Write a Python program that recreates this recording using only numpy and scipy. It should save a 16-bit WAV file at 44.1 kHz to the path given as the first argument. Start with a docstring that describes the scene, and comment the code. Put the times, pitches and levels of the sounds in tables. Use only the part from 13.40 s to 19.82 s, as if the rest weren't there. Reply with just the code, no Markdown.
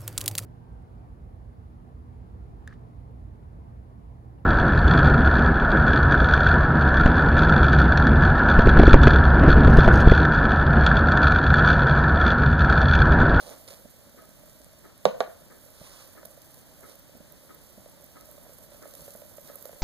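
"""Paper burning over a ceramic pot

The flame hisses, crackles and drives the air in the pot as a cavity resonator. A lighter is handled,
then dropped on a wooden floor, where it bounces and excites the modes of boards and shell. Soft bumps
come through the floor, and something ticks evenly further off in the room. Two microphone ports a
hand apart are cross-subtracted with a delay to widen the stereo image."""
import sys
import numpy as np
from scipy import signal
from scipy.fft import rfft, irfft, next_fast_len
from scipy.io import wavfile

SR = 44100
rng = np.random.default_rng(int(sys.argv[2]) if len(sys.argv) > 2 else 0)


def master(y):
    """Save y as 16-bit WAV."""
    cut = np.clip(np.atleast_2d(y).T, -1, 1)
    pcm = np.round(cut * 32767)  # scale
    wavfile.write(sys.argv[1], SR, pcm.astype(np.int16))


N = 283122
SIZE = next_fast_len(N + SR)   # room for tails
HZ = np.fft.rfftfreq(SIZE, 1 / SR)

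# Vigour of the fire, as the level of its hiss: t/s, level/dB
FIRE_VIGOUR = [(0.0, -55), (0.3, -53.5), (0.65, -58), (1.1, -55.5), (1.5, -59.5), (2.2, -55.5), (2.9, -56),
               (3.4, -55.5), (3.75, -59.5), (4.25, -56), (4.6, -57.5), (4.95, -54.5), (5.4, -54.5),
               (5.62, -48.5), (5.93, -54.5), (6.15, -51), (6.42, -52)]
# Wandering centre of a bright band in the hiss: t/s, f/Hz
SIZZLE_CENTRE = [(0.0, 12300), (4.3, 12070), (4.9, 12700), (5.6, 11570), (5.9, 12140), (6.2, 12900),
                 (6.42, 12600)]
# Loudest crackles of the paper: t/s, level/dB, f/Hz, body relative to snap/dB
PAPER_CRACKLES = [(0.8909, -37, 11200, -8), (1.0969, -37, 10000, 2), (1.217, -40, 9000, 5),
                  (1.2445, -33.5, 10000, -6), (1.5773, -35, 11300, -16), (2.182, -41, 12500, -11),
                  (2.3037, -38, 11900, -18), (2.6754, -37, 12500, -4), (2.718, -46, 13000, -13),
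                  (2.852, -30, 9900, -3), (2.855, -24, 12400, -6), (3.0182, -33, 11500, 0),
                  (3.045, -42, 13500, -18), (3.117, -39, 9740, -3), (3.143, -35, 12500, -1),
                  (3.179, -38, 11800, -7), (3.495, -37, 9830, -5), (3.5544, -34, 12900, -8),
                  (3.5944, -31, 14500, -13), (3.7724, -33, 14500, -10), (3.9216, -29.5, 13000, -14),
                  (4.1463, -30, 13500, -13), (4.367, -43, 10000, -12), (4.497, -35, 10500, -12),
                  (4.6414, -29, 13500, -17), (4.81, -34, 12100, 2), (4.9125, -30, 12700, -20),
                  (5.184, -32, 12600, -10), (5.2475, -38, 12100, -8), (5.426, -36, 12000, 5),
                  (5.5094, -34, 12000, -1), (5.538, -31, 11200, 1), (5.5517, -27, 11400, -1.5),
                  (5.608, -34.5, 10700, 4.5), (5.706, -36, 9150, 5), (5.7584, -35, 11900, -16),
                  (5.8631, -35, 12500, -10), (5.9714, -36, 12000, -9), (6.075, -33, 12000, 1),
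                  (6.141, -41, 12400, -10), (6.156, -21.5, 12700, -30), (6.2248, -25.5, 12900, -7),
                  (6.255, -25.5, 12400, -2), (6.3156, -38, 12500, 0)]
# Short hollow pops of the pot, from flame puffs and the tick's second blow: t/s, level/dB
POT_POPS = [(0.822, -42.5), (1.033, -49), (1.332, -47), (2.58, -48), (2.83, -38), (2.852, -41),
            (2.974, -44.5), (3.693, -44), (4.05, -46), (4.459, -40), (4.887, -46.5), (4.979, -41.5),
            (5.093, -40), (5.189, -48), (5.318, -42.5), (5.344, -42.5), (5.455, -35), (5.539, -42.5),
            (5.679, -35), (5.751, -39), (5.818, -37), (5.916, -55), (5.982, -36), (6.098, -38),
            (6.157, -50), (6.254, -32.5), (6.293, -36), (6.33, -38)]
# Low flutter of the flame: t/s, level/dB
FLUTTER_LEVEL = [(0.0, -58), (0.5, -72), (1.1, -81), (1.7, -74), (2.43, -72), (3.0, -62), (3.5, -71),
                 (3.92, -66), (4.43, -71.5), (5.4, -66.5), (5.65, -56), (5.95, -70), (6.42, -58)]
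# Brief rushes of noise, the lighter's flame humming in the pot, hand and sleeve rustles, then two sputters of
# the fire: # t/s, hold/s, level/dB, swell/(dB/s), fade/(dB/s), grain/dB, pot hum/dB
RUSHES = [(0.0, 0.013, -48.5, 28, 101, 3, -21), (0.073, 0.043, -51.5, 150, 200, 4, 2.5),
          (0.279, 0.0065, -43.5, 6000, 500, 4.5, -19), (0.31, 0.0054, -51, 3000, 400, 2.5, -11),
          (0.335, 0.0073, -57, 1500, 202, 5, -19), (2.43, 0.19, -49, 133, 114, 1.6, -19),
          (3.49, 0.028, -53, 300, 180, 2, -3.5), (5.32, 0.02, -55, 1000, 300, 3.5, -10),
          (6.06, 0.036, -54, 400, 200, 2.5, -12)]
# Clicks of the lighter in the hand: t/s, level/dB
LIGHTER_CLICKS = [(0.0284, -50), (0.0352, -54), (0.0697, -40), (0.2406, -49), (0.2782, -37), (0.307, -36),
                  (0.3376, -40), (0.344, -44)]
# Modes of the ticking object: f/Hz, level/dB, T60/s
TICK_MODES = [(1270, 6, 0.19), (1290, -0.5, 0.13), (1730, 1.5, 0.13)]
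# Soft bumps through the floor: t/s, level/dB, f/Hz
FLOOR_BUMPS = [(0.452, -33.5, 212), (0.668, -40.5, 200), (0.743, -42, 230), (0.886, -41.5, 226),
               (1.032, -46.5, 220), (1.203, -43, 250), (1.262, -43, 150), (1.377, -46, 190),
               (2.412, -32.5, 164), (3.7504, -38, 244), (3.767, -41, 230), (3.803, -36.5, 216),
               (4.377, -35, 202), (5.227, -45, 201), (5.619, -37.5, 143), (5.749, -38.5, 205),
               (6.053, -42, 180)]
# Fall, bounce and two settling touches of the lighter: t/s, level/dB, brightness/dB, pot response/dB,
# board tilt/(dB/octave), tank knock/dB, position along the boards (0 near, 1 far)
LANDINGS = [(1.654, -2, -2.5, 2, -1.5, -45, 0.0), (1.805, -10.5, 0, 3.5, 4, -23.5, 1.0),
            (1.8093, -21, -10, 8, -1, -26, 0.9), (1.874, -28, -11, -6, -4, -38, 0.94)]
# Modes of the floorboards: f/Hz, level/dB, T60/s, change at the far position/dB
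BOARD_MODES = [(161, -7, 0.072, -1), (198, -7, 0.12, -6), (276, -19, 0.06, -2), (393, -3, 0.037, -1),
               (432, -14.5, 0.08, -2), (485, -1.5, 0.095, -4), (535, -11, 0.11, -11), (728, -20, 0.14, -1),
               (773, -17, 0.08, 5.5), (840, -20, 0.075, 7), (895, -7.5, 0.039, -4),
               (1157, -5.5, 0.016, -1.5), (1432, -14, 0.033, 0.5), (1550, -21.5, 0.065, -1),
               (1690, -12.5, 0.014, 3.5), (2410, -35, 0.0093, 4)]
# Modes of the lighter's plastic shell: f/Hz, level/dB, T60/s
SHELL_MODES = [(3740, -19, 0.002), (3790, -29.5, 0.022), (4130, -34, 0.024), (6400, -26.5, 0.006),
               (5100, -23.5, 0.0026), (8600, -44, 0.0032), (11200, -60, 0.0025)]
# Reflections from furniture near the landing: delay/ms, level/dB
FURNITURE_ECHOES = [(2.6, -5.5), (6.8, -14.5), (11.5, -14), (20.5, -14)]
# Reverberation by band: lower f/Hz, upper f/Hz, level/dB, T60/s
REVERB_BANDS = [(120, 190, -6, 0.38), (250, 554, -4, 0.45), (430, 830, 1.5, 0.4), (890, 2120, 5, 0.33),
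                (1780, 3100, 3, 0.24), (3360, 4250, 1.5, 0.31), (4640, 6600, -1, 0.36),
                (7200, 18000, -2, .18)]
# Spectral densities of the noises: f/Hz, level/dB
HISS_SPECTRUM = [(1500, -62), (4000, -17), (7000, -7), (9000, -5.5), (11300, -0.5), (13200, -3.5),
                 (14300, -4), (15500, -2.5)]
FLUTTER_SPECTRUM = [(50, -19), (100, 0), (180, 2.5), (300, -7), (600, -28)]
RUSH_SPECTRUM = [(150, 6), (550, -2), (1200, 6.5), (2500, 0), (4500, 5), (6500, 4.5), (7600, -2.5),
                 (9500, 8.5), (13000, -7), (15500, 3.5)]
CLACK_SPECTRUM = [(100, -10), (300, 10), (590, 2), (850, -6.5), (1500, -4), (2200, -6.5), (3500, -49)]
ROOM_SPECTRUM = [(30, -85), (60, -87), (150, -81.5), (300, -88), (500, -102.5), (900, -104), (2000, -125)]
MICROPHONE_SPECTRUM = [(25, -106), (60, -80.5), (200, -91.5), (500, -101), (1000, -100), (1800, -100),
                       (2500, -103), (4500, -101), (9000, -104), (15500, -105)]

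POT_HZ, POT_T60_S = 584, 0.023


def from_db(db):
    """Amplitude ratio of a level."""
    return 10 ** (np.asarray(db) / 20)


def curve(rows):
    """Linear interpolation of a table in time."""
    return np.interp(np.arange(N) / SR, *np.transpose(rows))


def shape(x, response):
    """Convolution as a product of spectra."""
    return irfft(rfft(x, SIZE) * response, SIZE)[..., :N]


def late(x, ms):
    """A pure delay."""
    lag = round(ms * SR / 1000)
    return np.concatenate([np.zeros(lag), x[:N - lag]])


def noise(spectrum, unit_rms=True):
    """Filtered white noise, at unit rms or at the stated density."""
    hz, db = np.transpose(spectrum)
    x = shape(rng.standard_normal(N), from_db(np.interp(np.log(HZ + 1), np.log(hz), db)))
    return x / x.std() if unit_rms else x * np.sqrt(SR / 2)


def drift(hz):
    """Low-pass random fluctuation of unit variance."""
    x = shape(rng.standard_normal(N), 1 / (1 + (HZ / hz) ** 2))
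    return x / x.std()


def clicks(times, db):
    """An impulse train."""
    out = np.full(N, 1e-18)
    np.add.at(out, np.round(np.asarray(times) * SR).astype(int), from_db(db))
    return out


def ring(x, hz, t60):
    """A damped oscillator: a unit impulse starts a decaying unit sine."""
    r, w = from_db(-60 / (t60 * SR)), 2 * np.pi * hz / SR
    return signal.lfilter([0, np.sin(w)], [1, -2 * r * np.cos(w), r * r], x)


def soften(x, hz):
    """A critically damped low-pass, as in a soft contact."""
    r = np.exp(-2 * np.pi * hz / SR)
    return signal.lfilter([(1 - r) ** 2], [1, -2 * r, r * r], x)


def highpass(x, hz, order=2):
    """Attenuation below a corner frequency."""
    return signal.sosfilt(signal.butter(order, hz, "high", fs=SR, output="sos"), x)


def flame_hiss(fire_db):
    """Amplitude-modulated noise: a broad hiss and a narrow sizzle that outgrows it as the fire rises."""
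    hiss = from_db(fire_db + 3.2 * drift(110)) * noise(HISS_SPECTRUM)
    phase = 2 * np.pi * np.cumsum(curve(SIZZLE_CENTRE)) / SR
    baseband = soften(rng.standard_normal((2, N)), hz=780)
    sizzle = np.sum(baseband * [np.cos(phase), np.sin(phase)], axis=0)
    sizzle_db = fire_db - 12.5 + 1.18 * (fire_db - fire_db.mean()) + 1.8 * drift(14) + 2 * drift(150)
    return hiss + from_db(sizzle_db) * sizzle / sizzle.std()


def paper_crackle(fire_db, sizes, snaps_per_s=70, snap_t60_s=1 / 2000):
    """Impulse responses: random and listed crackles each give a bright snap and a lower body."""
    impulses = (rng.random(N) < snaps_per_s / SR) * sizes * from_db(fire_db - 9)
    grit_per_s = 900 * from_db(2 * (fire_db - fire_db.mean()) + 5 * drift(12))
    impulses += (rng.random(N) < grit_per_s / SR) * sizes * from_db(fire_db.mean() - 14.5)
    snap = ring(ring(impulses, 10000, 0.00052), 14800, 0.00061) * from_db(5)
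    for start, peak_db, hz, _ in PAPER_CRACKLES:
        burst = ring(ring(signal.unit_impulse(160), hz, snap_t60_s), hz, snap_t60_s)
        snap[round(start * SR):][:len(burst)] += from_db(peak_db) * burst / np.abs(burst).max()
    at, db, _, body_db = np.transpose(PAPER_CRACKLES)
    drive = 0.32 * impulses + clicks(at, db + body_db)
    body = ring(drive, 6700, 0.001) - 0.3 * ring(drive, 3600, 0.00095)
    return highpass(snap, 7500), body


def rim_reflection(spread, snap):
    """The glaze reflects point-like snaps best; the sheet screens part of their direct sound."""
    return spread + 0.7 * snap + late(0.35 * spread + 1.5 * snap, ms=1.6)


def pot_hum(fire_db, sizes, puffs_per_s=260, pop_ms=2.4, detuning=0.048):
    """Cavity resonance: draught, flame puffs, tick blows and floor jolts drive the air in the pot."""
    drive_db = -60 + 0.81 * (fire_db - fire_db.mean())
    pops = clicks(*np.transpose(POT_POPS))
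    pops += (rng.random(N) < puffs_per_s / SR) * np.clip(sizes, -3, 3) * from_db(drive_db - 4.5)
    at, db, _ = np.transpose(FLOOR_BUMPS)
    jolts = late(clicks(at, db - 6.5), ms=2.43)
    draught = from_db(drive_db - 23.5 + 1.8 * drift(30)) * rng.standard_normal(N)
    decay = signal.lfilter([1], [1, -np.exp(-1000 / (pop_ms * SR))], np.abs(pops))
    bursts = decay * rng.standard_normal(N)
    # a pop builds up over a few cycles at the mouth
    push = ring(pops + jolts + from_db(-28.5) * bursts, POT_HZ, t60=0.011) / 23.9
    step = np.clip(np.round(drift(12)), -1, 1)   # the flame over the mouth detunes the pot
    hum = sum(ring((draught + push) * (step == k), POT_HZ * (1 + detuning * k), POT_T60_S)
              for k in (-1, 0, 1))
    onsets = from_db(9) * soften(pops, hz=5400)
    sputter = from_db(-21) * ring(bursts, hz=1480, t60=0.0026)
    return highpass(hum + onsets + sputter, 330)   # the pot radiates little bass


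def flame_flutter():
    """Low-frequency noise, amplitude-modulated by the unsteady flame."""
    return from_db(curve(FLUTTER_LEVEL) + 2.4 * drift(12)) * noise(FLUTTER_SPECTRUM)


def lighter_flame_and_rustle():
    """Noise excitation: the lighter's flame, hand and sleeve, and late sputters of the fire give rushes that
    sound the pot."""
    t = np.arange(N) / SR
    grain = 0.44 * drift(71) + drift(570)
    hum = ring(rng.standard_normal(N), POT_HZ, POT_T60_S)
    rush = noise(RUSH_SPECTRUM)
    out = np.zeros(N)
    for at, hold, db, swell, fade, grain_db, hum_db in RUSHES:
        envelope = from_db(db - np.maximum(swell * (at - t), fade * np.maximum(t - at - hold, 0)))
        out += envelope * (from_db(grain_db * grain) * rush + from_db(hum_db) * hum / hum.std())
    return out


def room_tone():
    """Spatial coherence: long waves are much alike at both ports."""
    separate = np.array([noise(ROOM_SPECTRUM, unit_rms=False) for _ in range(2)])
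    common = noise(ROOM_SPECTRUM, unit_rms=False)
    return (0.52 * separate + 1.3 * common) * from_db(1.4 * drift(12))


def lighter_clicks():
    """Impulse excitation: each touch of the lighter rings three damped modes."""
    touch = clicks(*np.transpose(LIGHTER_CLICKS))
    return ring(touch, 4500, 0.0036) + 2.3 * ring(touch, 7800, 0.00055) + 0.5 * ring(touch, 555, 0.047)


def ticking(period_s=0.6635, drive_db=-52):
    """Scattering by the walls blurs a distant double tick into a soft clack and faint, rough ringing."""
    at = 0.108 + period_s * np.arange(10)
    blows = clicks(at, drive_db - 3.5 + 0.7 * rng.standard_normal(len(at)))
    blows += clicks(at + 0.048, drive_db - 13)
    envelope = soften(blows, hz=12.2) * SR / 14 * from_db(-2.5)
    clack = envelope * np.array([noise(CLACK_SPECTRUM), noise(CLACK_SPECTRUM)])
    scattered = 0.28 * late(blows, ms=6) + soften(blows, hz=40) * from_db(15.5) * rng.standard_normal(N)
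    ringing = sum(from_db(db) * ring(scattered, hz, t60) for hz, db, t60 in TICK_MODES)
    return clack + late(ringing, ms=10.5)


def floor_bumps():
    """Soft contact: each bump excites one low, damped mode of the floor."""
    return -sum(ring(soften(clicks([at], [db]), 1000), hz, t60=0.042) for at, db, hz in FLOOR_BUMPS)


def lighter_drop():
    """Modal superposition: each landing cracks and rings boards, shell and tank; the pot responds."""
    at, force_db, bright_db, pot_db, tilt, tank_db, spot = np.transpose(LANDINGS)
    boards = np.zeros(N)
    for k, (hz, db, t60, far_db) in enumerate(BOARD_MODES):
        mode_db = force_db + db - 11.5 + spot * far_db + tilt * np.log2(hz / 500)
        boards += (-1) ** k * ring(clicks(at, mode_db), hz, t60)
    shell = sum(ring(clicks(at, force_db + bright_db + db + 6.5), hz, t60) for hz, db, t60 in SHELL_MODES)
    tank = ring(clicks(at, tank_db), hz=685, t60=0.026)
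    decay = signal.lfilter([1], [1, -from_db(-60 / (0.061 * SR))], clicks(at, force_db + bright_db - 24))
    crack = decay * soften(rng.standard_normal(N), hz=10000)
    pot_answer = ring(soften(clicks(at, force_db + pot_db - 2), hz=5300), POT_HZ, t60=0.019)
    return highpass([shell + tank + crack - boards, -pot_answer], 135, order=3)


def ports(x, lag_us, treble_db):
    """Path difference: the left port hears late, its treble shadowed by the case (raised if > 0 dB)."""
    shelf = from_db(treble_db * HZ ** 2 / (HZ ** 2 + 2270 ** 2))
    return np.array([shape(x, shelf * np.exp(-2j * np.pi * HZ * lag_us / 10 ** 6)), x])


def reverberation(x, onset_ms=11.6):
    """A diffuse field: each port's tail is uneven noise that builds up, then decays band by band."""
    t = np.arange(SR // 2) / SR
    lumps_db = 2 * np.array([drift(40)[:len(t)], drift(40)[:len(t)]])
    envelope = (1 - np.exp(-t * 1000 / onset_ms)) * from_db(lumps_db)
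    white = rng.standard_normal((2, len(t))) / 20
    tail = 0
    for low_hz, high_hz, db, t60 in REVERB_BANDS:
        band = signal.butter(2, [low_hz, high_hz], "band", fs=SR, output="sos")
        tail += from_db(db - 60 * t / t60) * signal.sosfilt(band, white)
    return shape(x, rfft(envelope * tail, SIZE))


def scene():
    """Superposition of direct sound, reflections and reverberation at the two ports."""
    fire_db = curve(FIRE_VIGOUR) + drift(6.6)
    hiss = flame_hiss(fire_db)
    # signed amplitudes of random snaps and puffs: many small, few large
    sizes = from_db(6.2 * np.minimum(rng.exponential(1, N), 3.5)) * rng.choice([-1, 1], N)
    snap, body = paper_crackle(fire_db, sizes)
    flame = rim_reflection(hiss + body, snap)
    pot, flutter = pot_hum(fire_db, sizes), flame_flutter()
    handling = lighter_flame_and_rustle() + lighter_clicks() + floor_bumps()
    tick = ticking()
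    landing, pot_answer = lighter_drop()
    echoes = sum(from_db(db) * late(landing + 0.61 * pot_answer, ms) for ms, db in FURNITURE_ECHOES)
    into_room = landing + 0.81 * pot_answer + 0.43 * handling + 0.5 * tick[0] + pot + 0.5 * flame
    return (ports(flame, lag_us=237, treble_db=-23) + ports(pot, lag_us=140, treble_db=-38)
            + ports(flutter, lag_us=194, treble_db=12) + ports(handling, lag_us=237, treble_db=-30)
            + ports(landing, lag_us=176, treble_db=-49) + ports(pot_answer, lag_us=293, treble_db=17)
            + ports(soften(echoes, hz=4800), lag_us=67, treble_db=-30)[::-1]   # from the left
            + tick + from_db(-12.5) * reverberation(into_room) + room_tone())


def record(dry, cross_delay_s=1 / 2656, cutoff_hz=15650):
    """Interference: each noisy port loses a delayed, dulled copy of the other, then is band-limited."""
    heard = dry + np.array([noise(MICROPHONE_SPECTRUM, unit_rms=False) for _ in range(2)])
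    cross_band = HZ ** 2 / (HZ ** 2 + 62.6 ** 2) / (1 + (HZ / 6280) ** 4)
    cross = 0.87 * cross_band * np.exp(-2j * np.pi * HZ * cross_delay_s)
    wide = highpass(heard - shape(heard[::-1], cross), 40)
    return signal.sosfilt(signal.cheby2(16, 60, cutoff_hz + 250, fs=SR, output="sos"), wide)


dry = scene()
out = record(dry)
master(out)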